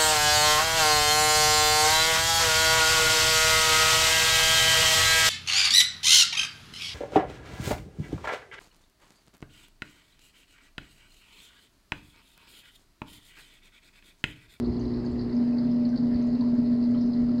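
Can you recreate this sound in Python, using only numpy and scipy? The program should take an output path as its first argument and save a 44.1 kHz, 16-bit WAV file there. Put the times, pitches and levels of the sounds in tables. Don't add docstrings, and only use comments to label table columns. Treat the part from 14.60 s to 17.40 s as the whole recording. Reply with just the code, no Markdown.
import sys
import numpy as np
from scipy import signal
from scipy.fft import rfft, irfft, next_fast_len
from scipy.io import wavfile
from scipy.ndimage import uniform_filter1d, map_coordinates

SR = 44100
rng = np.random.default_rng(int(sys.argv[2]) if len(sys.argv) > 2 else 0)


def dump(signal):
    limited = np.clip(np.atleast_2d(signal).T, -1, 1)
    pcm = np.round(limited * 32767).astype(np.int16)
    wavfile.write(sys.argv[1], SR, pcm)


N = 123479


def amp(db):
    return 10 ** (np.asarray(db) / 20)


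def unit(x):
    return x / np.sqrt(np.mean(x ** 2) + 1e-20)


def wobble(knots_per_s):
    knots = rng.standard_normal(400)
    position = np.arange(N) * knots_per_s / SR
    return map_coordinates(knots, [position], mode="wrap")


def filtered(x, response):
    size = next_fast_len(len(x) + 8192)
    spectrum = rfft(x, size) * response(np.fft.rfftfreq(size, 1 / SR))
    return irfft(spectrum, size)[:len(x)]


def coloured(x, points):
    curve_hz, curve_db = np.transpose(points)

    def response(hz):
        return amp(np.interp(np.log(hz + 1), np.log(curve_hz), curve_db))

    return unit(filtered(x, response))


def resonance(x, hz, width_hz):
    def response(f):
        return (1j * f * width_hz / (hz * hz - f * f + 1j * f * width_hz)) ** 2

    return filtered(x, response)


def add(track, start_s, sound):
    part = track[max(round(start_s * SR), 0):][:len(sound)]
    part += sound[:len(part)]


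def room(x):
    t60_s = 0.46
    t = np.arange(SR // 2) / SR
    tail = rng.standard_normal(len(t)) * amp(-60 * t / t60_s)
    return signal.fftconvolve(x, tail / np.linalg.norm(tail))[:N]


def wash():
    level_db, patchy_db = -55, 2
    # (frequency [Hz], level [dB])
    wash_colour = [(300, -15.5), (700, -5), (850, -2.5), (1000, 1), (1300, -8), (1650, -7), (1980, -5),
                   (2400, -15), (2750, -14.5), (3400, -17.5), (4300, -11), (5000, -11), (5700, -23.5),
                   (8000, -31), (13000, -41.5)]
    noise = signal.stft(rng.standard_normal(N), nperseg=512)[2]
    patches = uniform_filter1d(rng.standard_normal(noise.shape), size=5, axis=0)
    patches = uniform_filter1d(patches, size=8, axis=1)
    patchy = signal.istft(noise * amp(patchy_db * unit(patches)), nperseg=512)[1][:N]
    return amp(level_db) * coloured(patchy, wash_colour)


def spray():
    drops_per_s, level_db = 450, -64.5
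    spread_db, clump_db = 17.5, 2
    # (frequency [Hz], level [dB])
    spray_colour = [(1500, -41), (3500, -25), (4200, 5.5), (5000, 3.5), (5600, -16), (8000, -30),
                    (14000, -44)]
    drops = (rng.random(N) < drops_per_s / SR) * np.sign(rng.standard_normal(N))
    drops *= amp(spread_db * rng.random(N) + clump_db * wobble(23))
    return amp(level_db) * coloured(drops, spray_colour)


def burst(hz, width_hz, t60_s):
    t = np.arange(SR // 8) / SR
    noise = rng.standard_normal(len(t)) * amp(-60 * t / t60_s)
    ringing = resonance(noise, hz, width_hz)
    ringing = resonance(ringing, hz, width_hz)
    return ringing / np.abs(ringing).max()


def trickle():
    # (time [s], peak level before a 3 dB cut [dB], centre frequency [Hz])
    splashes = [(0.0452,-41,4140),(.0585,-41,4430),(0.1647,-44,4430),(.212,-41.5,4550),(0.253,-43,4220),(.314,-46,4520),(0.3374,-42,4440),(.462,-39.5,4550),(0.5925,-38.5,4440),(0.61,-39.5,4540),(0.6948,-45,4280),(0.7241,-41.5,4560),(0.766,-42,4980),(0.982,-37,4490),(1.1138,-43.5,5000),(1.251,-38,4320),(1.3584,-37.5,4400),(1.375,-33.5,4500),(1.5412,-43,4470),(1.558,-41,4360),(1.749,-43,4200),(1.8084,-38,4350),(2.059,-42.5,4200),(2.2264,-40,4410),(2.238,-42,4720),(2.249,-46.5,4350),(2.375,-43.5,4320),(2.409,-44,5100),(2.533,-37.5,4340),(2.781,-44.5,4400)]
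    # (time [s], peak level [dB], centre frequency [Hz])
    bubbles = [(.1945, -50.5, 6190), (0.4384, -49, 1620), (0.448, -55.5, 6400), (0.513, -63, 7400),
               (0.559, -55.5, 2740), (0.748, -59, 6320), (.928, -55.5, 2580), (1.047, -52, 1570),
               (1.289, -54.5, 5700), (1.3265, -47.5, 1600), (1.6215, -55.5, 6130), (1.667, -60, 6800),
               (1.803, -42, 955), (1.949, -61.5, 6400), (2.3117, -60.5, 6440), (2.343, -46, 1260),
               (2.345, -52, 3070), (2.4089, -64, 5960), (2.458, -58.5, 5770), (2.615, -65.5, 6600),
               (2.689, -47, 1290)]
    water = spray()
    for start_s, db, hz in splashes:
        add(water, start_s, amp(db - 3) * burst(hz, width_hz=1240, t60_s=0.048))
    for start_s, db, hz in bubbles:
        add(water, start_s, amp(db) * burst(hz, width_hz=0.22 * hz, t60_s=0.06))
    return water


def bumps():
    t60_s, attack_s = 0.055, 0.011
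    # (time [s], level before the swell and fade [dB], frequency [Hz])
    bump_list = [(0.093, -9, 86.4), (0.094, -14, 175), (.18, -22, 62), (0.394, -25, 62), (.585, -34, 50),
                 (1.546, -16.5, 147.6), (1.549, -13, 75.5), (1.599, -28, 95), (2.32, -21, 110),
                 (2.629, -18, 58)]
    out = np.zeros(N)
    t = np.arange(SR // 5) / SR
    swell = 1 - np.exp(-t / attack_s)
    for start_s, db, hz in bump_list:
        fade = amp(db - 60 * t / t60_s)
        add(out, start_s, fade * swell * np.sin(2 * np.pi * hz * t))
    return out


def shifted(before, after):
    shift_s, shift_length_s = .737, 0.0074
    share = np.clip((np.arange(N) / SR - shift_s) / shift_length_s + .5, 0, 1)
    return before * (1 - share) + after * share


def rumble():
    # (frequency [Hz], level [dB])
    colour_before = [(20, -15.5), (55, 1), (90, -5.5), (190, -6), (280, -2), (330, -2.5), (390, -15),
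                     (470, -15.5), (750, -22.5), (1200, -30.5), (2500, -79)]
    # (frequency [Hz], level [dB])
    colour_after = [(20, -9), (55, -5.5), (108, -10), (150, 3), (215, -3.5), (290, -4.5), (340, -3.5),
                    (385, -8), (440, -7.5), (470, -14), (525, -11), (555, -19), (595, -8.5), (645, -12.5),
                    (700, -17.5), (1200, -31), (2500, -80)]
    noise_before, noise_after, noise_tank = rng.standard_normal((3, N))
    flow_before = amp(-35.5) * coloured(noise_before, colour_before)
    flow_after = amp(-38.5) * coloured(noise_after, colour_after)
    tank = unit(resonance(noise_tank, hz=258, width_hz=30))
    tank_gain = shifted(amp(-44), amp(-36.5))
    return shifted(flow_before, flow_after) + tank_gain * tank


def sway():
    width_s = 0.0091
    # (time [s], level [dB])
    sways = [(0.038, 5.5), (.058, -6), (0.083, 6.5), (.82, 2), (.865, -4), (1.31, -8), (1.342, 1.5),
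             (1.38, -11), (1.55, -3), (1.7, -3.5), (1.785, -6), (1.94, 4), (1.965, -8), (1.99, 6),
             (2.13, 3.5), (2.53, -3.5), (2.61, 2)]
    t = np.arange(N) / SR
    level_db = np.zeros(N)
    for centre_s, db in sways:
        level_db += db * np.exp(-.5 * ((t - centre_s) / width_s) ** 2)
    return amp(level_db)


def pump():
    mains_hz = 60.03
    waver_db, waver_rad, waver_per_s = 0.25, 0.042, 5.4
    # (multiple of the mains, level before the change [dB], level after it [dB])
    hum = [(1, -56.5, -54.5), (2, -39.5, -45), (4, -31, -23.5), (5, -87.5, -55.5), (6, -40, -55),
           (7, -46.5, -51), (8, -54, -58), (10, -60.5, -50.5), (11, -69, -65), (12, -61.5, -63.5),
           (14, -73.5, -78.5)]
    # (frequency [Hz], level before the change [dB], level after it [dB])
    whine = [(150.2, -52, -50.5), (196.2, -60, -49), (1323.5, -72.5, -73), (1355, -76, -71.5),
             (1965.6, -77, -76)]
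    tones = [(round(multiple) * mains_hz, before, after) for multiple, before, after in hum]
    tones += list(whine)
    t = np.arange(N) / SR
    out = np.zeros(N)
    for hz, before_db, after_db in tones:
        phase = 2 * np.pi * (hz * t + rng.random()) + waver_rad * wobble(waver_per_s)
        level = shifted(amp(before_db), amp(after_db)) * amp(waver_db * wobble(waver_per_s))
        out += level * np.sqrt(2) * np.sin(phase)
    return out


def scene():
    water = trickle()
    echo = amp(-5) * room(water)
    hum = pump() * sway()
    mix = hum + rumble() + wash() + bumps() + water + echo
    return mix[None]


def record(dry):
    top_hz = 14170
    low_pass = signal.ellip(12, .1, 90, top_hz, fs=SR, output="sos")
    return signal.sosfilt(low_pass, dry)


dry = scene()
out = record(dry)
dump(out)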